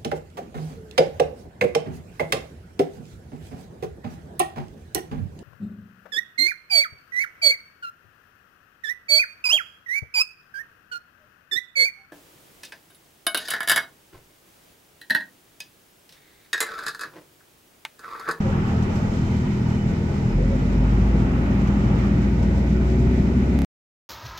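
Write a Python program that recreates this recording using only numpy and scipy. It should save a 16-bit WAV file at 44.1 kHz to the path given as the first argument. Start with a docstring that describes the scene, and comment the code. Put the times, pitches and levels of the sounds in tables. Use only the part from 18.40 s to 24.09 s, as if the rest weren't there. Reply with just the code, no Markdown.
"""A car engine idles, then pulls away with a rising boom: sine tones follow its firing rate, and noise growls.
A blower throbs steadily, made of tones at multiples of its turning rate. Filtered noise gives the rumble
of the body, the roar of the tyres and the air from a vent on the right; thin sine whistles flutter in it.
Trim ticks with noise and short rings, and a few faint sliding hoots come from outside.
At the end the sound sticks for a moment and stops."""
import sys
import numpy as np
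from scipy import signal
from scipy.fft import irfft
from scipy.io import wavfile
from scipy.ndimage import uniform_filter1d

SR = 44100
rng = np.random.default_rng(int(sys.argv[2]) if len(sys.argv) > 2 else 0)


def store_wav(level_fs):
    """Save 16-bit WAV to argv[1]."""
    pcm = np.round(np.clip(np.atleast_2d(level_fs), -1, 1) * 32767)
    wavfile.write(sys.argv[1], SR, pcm.T.astype(np.int16))


N = 250929
T = np.arange(N) / SR  # time in seconds
FFT_SIZE = 2 ** 18
FREQS = np.maximum(np.fft.rfftfreq(FFT_SIZE, 1 / SR), 1)  # Hz

# colour of the bright hiss, in the vent's air and in the scuff of the ticks: [pitch_hz, relative_db]
HISS_COLOUR = [(2000, -8.5), (3500, 2.5), (4600, 2), (5400, 2.5), (6400, 1.5), (7600, -2), (8300, -7.5),
               (9200, -19.5), (10200, -17), (11700, -13.5), (14000, -30.5), (15700, -29)]


def undb(db):
    """Turn decibels into gain."""
    return 10 ** (np.asarray(db) / 20)


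def across(points):
    """Read a (Hz, value) table at every frequency, joining the points on a log-frequency axis."""
    hz, value = np.transpose(points)
    return np.interp(np.log(FREQS), np.log(hz), value)


def walk(rate):
    """Smooth random wandering with a spread near 1; a higher rate (per second) wanders faster."""
    step = int(SR / rate)
    steps = np.repeat(rng.standard_normal(N // step + 1), step)
    smooth = uniform_filter1d(uniform_filter1d(steps, step), step)
    return 1.47 * smooth[:N]


def swell(full_at_s, hold_s, rise_s, fall_s):
    """A smooth rise to 1, a hold and a smooth fall."""
    early = np.maximum(full_at_s - T, 0)
    late = np.maximum(T - full_at_s - hold_s, 0)
    return np.exp(-(early / rise_s) ** 2 - (late / fall_s) ** 2)


def stereo_field():
    """Spread of the cabin noise: how much left and right differ, and how loud each one is."""
    # difference between the two sides of the cabin noise: [pitch_hz, side_minus_mid_db]
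    side_table = [(30, -27.5), (60, -11.5), (120, -14), (200, -28.5), (300, -23), (400, -12), (640, 0.5),
                  (950, -4.5), (1350, 4.5), (1900, 1.5), (3000, 0.5), (15000, 0.5)]
    # balance of the cabin noise; the vent is on the right: [pitch_hz, left_minus_right_db]
    balance_table = [(60, 3.5), (200, -2.5), (380, 7.5), (700, -1.6), (1300, -0.5), (2400, -2), (4400, -3),
                     (6200, -15.5), (8000, -23), (11000, -12), (15000, -8)]
    side = undb(across(side_table)) * np.array([[1], [-1]])
    balance = undb(np.outer([.5, -.5], across(balance_table)))
    return side, balance / np.sqrt(np.mean(balance ** 2, axis=0))


def noise(gain, field):
    """Stereo noise shaped by a gain at each frequency; the average of left and right has rms 1."""
    side, balance = field
    real = rng.standard_normal((2, len(FREQS)))
    imaginary = rng.standard_normal((2, len(FREQS)))
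    shared, opposite = real + 1j * imaginary
    out = irfft(gain * balance * (shared + side * opposite), FFT_SIZE)[:, :N]
    return out / np.sqrt(np.mean(out.mean(axis=0) ** 2))


def coloured_noise(colour, field):
    """Stereo noise with the spectrum of a colour table."""
    return noise(undb(across(colour)), field)


def random_phase():
    """A random starting point in a wave's cycle, in radians."""
    return rng.uniform(0, 2 * np.pi)


def panel_lift(hz):
    """Body panels sing along: the dB a tone gains as its pitch crosses their resonances."""
    # panels that sing: [pitch_hz, width_hz, lift_db]
    panels = [(197, 26, 4), (252, 16, 12), (290, 16, 8), (371, 24, 13), (406, 16, 11), (437, 14, 6),
              (675, 40, 8)]
    return sum(db / (1 + (2 * (hz - centre) / width) ** 2) for centre, width, db in panels)


def engine(field, hz, revs):
    """Firings make a boom and overtones that cross panels, the intake growls, the body drones at idle."""
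    # harder pushes on the pedal: [full_at_s, hold_s, rise_s, boom_lift_db]
    pushes = [(1.96, .05, .08, 3.5), (2.418, 0.33, 0.098, 4.5), (4.33, 0.4, 0.45, 3), (4.999, .16, .06, 2)]
    # overtones; quarter multiples come from belt-driven parts: [multiple_of_firing_rate, relative_db]
    overtones = [(2, 5), (2.25, 0), (2.5, -3.5), (2.75, -4), (3, -1.5), (3.25, 1.5), (3.5, 2.5),
                 (3.75, -0.5), (4, -4.5), (4.5, -9), (4.75, -9), (5, -5), (5.5, -11.5), (6, -7.5),
                 (6.5, -18), (7, -21), (8, -26), (9, -13), (11, -20)]
    # body drone at idle: [multiple_of_firing_rate, level_db]
    idle_drone = [(4, -36.5), (5, -41), (6, -34), (7, -50), (8, -45.5), (9, -45.5), (10, -48.5)]
    # colour of the intake growl: [pitch_hz, relative_db]
    growl_colour = [(300, -23), (410, -2.5), (500, -2.5), (550, 8.5), (620, -1.5), (680, 4.5), (740, -10),
                    (850, -8.5), (1400, -45.5)]

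    # the driver pulls away: the throttle opens over 0.11 s
    throttle = np.clip((T - 1.845) / 0.11, 0, 1)
    push_db = sum(db * swell(s, hold, rise, 0.069) for s, hold, rise, db in pushes)
    boom_db = -40 + 16.5 * throttle + push_db
    # revs count octaves above idle; the overtones take a small share of each push
    overtone_db = -46.5 + 7.5 * revs + 0.15 * push_db
    growl_db = -50.5 + 5.5 * revs

    phase = 2 * np.pi * np.cumsum(hz * (1 + 0.00041 * walk(9.3))) / SR
    boom = undb(boom_db + .5 * walk(25)) * np.sin(phase)

    tones, lift_db = 0, panel_lift(FREQS)
    for multiple, db in overtones:
        singing_db = np.interp(multiple * hz, FREQS, lift_db)
        uneven_db = .8 * walk(12)
        level = undb(overtone_db + db + singing_db + uneven_db)
        tones = tones + level * np.sin(multiple * phase + random_phase())
    tones = tones * undb([[1.0], [-1.0]])  # the overtones lean left

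    drone = sum(undb(db) * np.sin(multiple * phase + random_phase()) for multiple, db in idle_drone)
    drone = drone * np.exp(-(revs / 0.12) ** 2)  # dies away as the revs leave idle
    chug = 1 + 0.54 * np.cos(phase)  # the growl pulses with each firing
    growl = coloured_noise(growl_colour, field) * undb(growl_db) * chug
    return np.sqrt(2) * (boom + drone + tones) + growl


def blower(thump_db):
    """An unbalanced fan wheel thumps once a turn; the duct delays the upper tones of each thump."""
    # tones of the fan: [multiple_of_turning_rate, relative_db]
    fan_tones = [(2, -29), (3, -29), (4, -32), (5, -26.5), (6, -32.5), (7, -49), (8, -44.5), (9, -40.5),
                 (10, -57.5)]
    turn_hz = 40.45 * (1 + 0.0016 * walk(4.935))
    turn = 2 * np.pi * np.cumsum(turn_hz) / SR
    arrival = turn - np.array([[0], [0.036]])  # radians; the left hears it first
    out = 0
    for multiple, db in fan_tones:
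        wobble_db = .8 * walk(12)
        duct_delay = 0.2485 * multiple ** 2  # radians
        out = out + undb(db + wobble_db) * np.sin(multiple * arrival - duct_delay)
    return np.sqrt(2) * out * undb(thump_db + 0.64 * walk(40))


def road(field, body_db):
    """The body rumbles over the rough asphalt; the tyres roar dully above it."""
    # colours of the body rumble and of the tyre roar: [pitch_hz, relative_db]
    rumble_colour = [(20, -31), (35, 0.5), (58, -17.5), (90, -0.5), (125, 0), (175, -1.5), (225, -5),
                     (280, -10), (360, -10), (430, -16), (520, -32), (800, -66.5)]
    roar_colour = [(300, -18), (450, 8.5), (560, -0.5), (680, 2), (745, -7), (815, 0.5), (870, -2.5),
                   (935, -2.5), (1050, -19.5), (1500, -55)]
    body = coloured_noise(rumble_colour, field) * undb(body_db + 0.66 * walk(40))
    tyres = coloured_noise(roar_colour, field) * undb(-43 + 2.0 * walk(30))
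    return body + tyres


def air(field, rush_db, vent_db):
    """Air rushes through the duct, hisses at the grille and sings faintly on its slats."""
    # colours of the rush in the duct and of the air at the vent: [pitch_hz, relative_db]
    rush_colour = [(500, -33.5), (800, 9.5), (1000, 1.5), (1200, 2.5), (1350, 3), (1520, -5), (1660, -4),
                   (2000, -9), (3000, -10.5), (5000, -43.5)]
    vent_colour = [(900, -20.5), (1650, -4), (1900, 6), (2100, 3.5), (2400, 3), (2800, -5), (3050, -9.5),
                   (3300, -10), (3800, -9), (4600, -19.5), (8000, -41.5)]
    # narrow whistles of the vent: [pitch_hz, width_hz, level_db]
    whistles = [(947, 82, -55), (1496, 62, -56.5), (3010, 100, -64.5), (5200, 120, -70)]

    hiss_db = -56 + 2 * swell(0.41, 0.39, .13, 0.95)  # brightens once
    out = np.zeros((2, N))
    for colour, db in ((rush_colour, rush_db), (vent_colour, vent_db), (HISS_COLOUR, hiss_db)):
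        out += coloured_noise(colour, field) * undb(db + 0.96 * walk(25.14))
    for hz, width, db in whistles:
        narrow_band = 1 / (1 + ((FREQS - hz) / (width / 2)) ** 2)
        out += noise(narrow_band, field) * undb(db + 0.5 * walk(4.2))
    return out


def slat_whistles(field):
    """Now and then a slat catches the air and whistles in a thin flutter on an unsteady pitch."""
    # brief whistles, levels before flutter and balance: [full_at_s, hold_s, pitch_hz, level_db]
    flares = [(0.819, 0.47, 945, -50.5), (.25, 0.06, 1485, -56), (.54, 0.055, 1495, -55),
              (3.85, .08, 1520, -54), (4.04, 0.24, 1493, -57.5), (4.36, 0.157, 1493, -53),
              (4.623, 0.37, 2320, -62), (.23, .18, 3050, -62), (.78, 0.23, 3060, -58),
              (1.122, .08, 3050, -63), (1.268, 0.2, 3010, -59), (2.44, .15, 3000, -61),
              (0.185, .07, 5200, -67), (1.19, 0.22, 5240, -69), (1.9, .05, 5150, -61),
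              (2.162, .28, 5270, -67)]
    out = np.zeros((2, N))
    _, balance = field
    wander_hz, size = 42 * walk(140), .8 + .6 * walk(70)
    fade_s = .05
    for s, hold, hz, db in flares:
        shape = swell(s, hold, fade_s, fade_s)
        on = shape > .01  # work only where it can be heard
        phase = 2 * np.pi * np.cumsum(hz + wander_hz[on]) / SR
        phase = phase - np.array([[0.97], [0]])  # radians; the left lags
        left_right = balance[:, [np.searchsorted(FREQS, hz)]]
        level = np.sqrt(2) * undb(db) * left_right
        out[:, on] += level * shape[on] * size[on] * np.sin(phase)
    return out


def ticks(field):
    """Plastic trim gives small dry ticks: a scuff of noise, a thin sizzle and a brief ring on the right."""
    # ticks, levels at the start of each: [start_s, scuff_db, ring_db, sizzle_db]
    tick_table = [(.271, -60, -68, -66), (.425, -48, -57, -66), (.555, -51, -63.5, -59),
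                  (3.273, -52, -50, -72), (4.027, -48.5, -55, -66), (4.218, -57, -63.5, -78)]
    # what the trim rings with: [pitch_hz, relative_db]
    trim_modes = [(3100, 0.5), (5210, -2.5), (6050, 5), (7450, -5.5)]
    # colour of the thin sizzle: [pitch_hz, relative_db]
    sizzle_colour = [(8000, -22.5), (11000, -1), (15500, -5)]

    out = np.zeros((2, N))
    t = T[:SR // 10]
    noise_decay_s, ring_decay_s = 0.019, 0.012
    scuff = coloured_noise(HISS_COLOUR, field)
    sizzle = coloured_noise(sizzle_colour, field)
    for s, scuff_db, ring_db, sizzle_db in tick_table:
        start = round(s * SR)
        span = slice(start, start + len(t))
        ring = sum(undb(db) * np.sin(2 * np.pi * hz * t + random_phase()) for hz, db in trim_modes)
        ring = undb(ring_db) * ring * np.exp(-t / ring_decay_s)
        out[:, span] += undb([[-16], [0]]) * ring  # weaker on the left
        scrape = undb(scuff_db) * scuff[:, span] + undb(sizzle_db) * sizzle[:, span]
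        out[:, span] += scrape * np.exp(-t / noise_decay_s)
    return out


def hoots():
    """Short, rough, sliding hoots from outside; the closed windows leave little but the fundamental."""
    # faint hoots, levels before roughness and echo: [start_s, length_s, from_hz, to_hz, level_db]
    hoot_table = [(.035, .085, 520, 565, -34), (.15, .04, 445, 430, -37), (.575, .04, 590, 605, -43),
                  (.595, .05, 750, 800, -45), (.68, .06, 820, 810, -41), (1.975, .09, 480, 555, -35),
                  (2.07, .1, 545, 552, -36.5), (2.7, .06, 535, 568, -37.5), (2.74, .05, 470, 430, -37),
                  (2.955, .075, 548, 615, -36), (3.065, .075, 610, 555, -37), (3.49, .06, 570, 595, -44)]
    out = np.zeros((2, N))
    roughness, size = 1 + .027 * walk(200), 1 + .33 * walk(140)
    lag_s = np.array([0, 0.00042])  # the right hears them later
    for start, length, from_hz, to_hz, db in hoot_table:
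        part = np.clip((T - start) / length, 0, 1)
        on = (part > 0) & (part < 1)
        hz = (from_hz + (to_hz - from_hz) * part[on]) * roughness[on]
        phase = 2 * np.pi * (np.cumsum(hz) / SR - np.outer(lag_s, hz))
        shape = np.sqrt(2 * np.sin(np.pi * part[on])) * size[on]
        tone = np.sin(phase) + undb(-20) * np.sin(2 * phase)  # a faint octave on top
        out[:, on] += undb(db) * shape * tone
    return out


def cabin(x):
    """The small padded cabin adds a short dense tail of echoes, different at left and right."""
    t = T[:SR // 8]
    tail = rng.standard_normal((2, len(t))) * undb(-60 * t / 0.073)  # falls 60 dB in 0.073 s
    tail /= np.sqrt(np.sum(tail ** 2, axis=1, keepdims=True))
    return x + 0.46 * signal.fftconvolve(x, tail, axes=1)[:, :N]


def stick(x):
    """The last instant plays three times, clicking where its end meets its start; then silence."""
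    stop, length = round(5.248 * SR), round(.029 * SR)
    start = stop - 3 * length
    last_instant = x[:, start:start + length]
    piece = last_instant * signal.windows.tukey(length, .15)
    piece = piece + undb(-23.0) * np.linspace(1, -1, length) ** 9  # a jump at each join clicks
    lead_in = np.linspace(0, 1, length)
    first = last_instant * (1 - lead_in) + piece * lead_in
    return np.hstack([x[:, :start], first, piece, piece, np.zeros((2, N - stop))])


def scene():
    """Everything heard from the passenger seat; the revs, two swells and a lull move the levels."""
    # engine speed, joined by straight lines: [time_s, firing_rate_hz]
    speed = [(0.0, 26.0), (0.6, 26.6), (1.08, 26.2), (1.22, 28), (1.51, 28.2), (1.8, 32), (1.9, 39),
             (2.0, 44.3), (2.16, 50.4), (2.4, 50.9), (2.88, 57.5), (3.7, 57.7), (4.0, 59), (4.4, 61),
             (4.85, 63.6), (5.15, 64.5)]
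    # the rush of air swells and ebbs: [full_at_s, hold_s, fall_s, lift_db]
    rush_swells = [(0, 0.091, 0.76, 6), (2.715, 0.83, 0.34, 5)]

    field = stereo_field()
    hz = np.interp(T, *np.transpose(speed))
    revs = np.log2(hz / hz[0])  # octaves above idle
    swell_db = sum(db * swell(s, hold, 0.29, fall) for s, hold, fall, db in rush_swells)
    lull_db = -0.5 * swell(1.7, 0.67, 0.21, 0.21)  # fan and rumble dip briefly

    motor = engine(field, hz, revs)
    fan = blower(-0.8 - 0.5 * revs + lull_db)  # sinks a little as the revs rise
    # the rumble takes a small share of each swell of the air
    rolling = road(field, -25.5 + 0.44 * revs + 0.066 * swell_db + lull_db)
    draught = air(field, -46 + swell_db, -49.5 + 1.27 * revs)
    return motor + fan + rolling + draught + slat_whistles(field) + ticks(field) + cabin(hoots())


def record(dry):
    """The sound fades in over 6 ms, sticks and stops; everything above 15650 Hz is cut."""
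    opening = np.minimum(T / .006, 1)
    top_cut = signal.ellip(10, .2, 80, 15650, fs=SR, output="sos")
    return signal.sosfilt(top_cut, stick(dry * opening))


dry = scene()
out = record(dry)
store_wav(out)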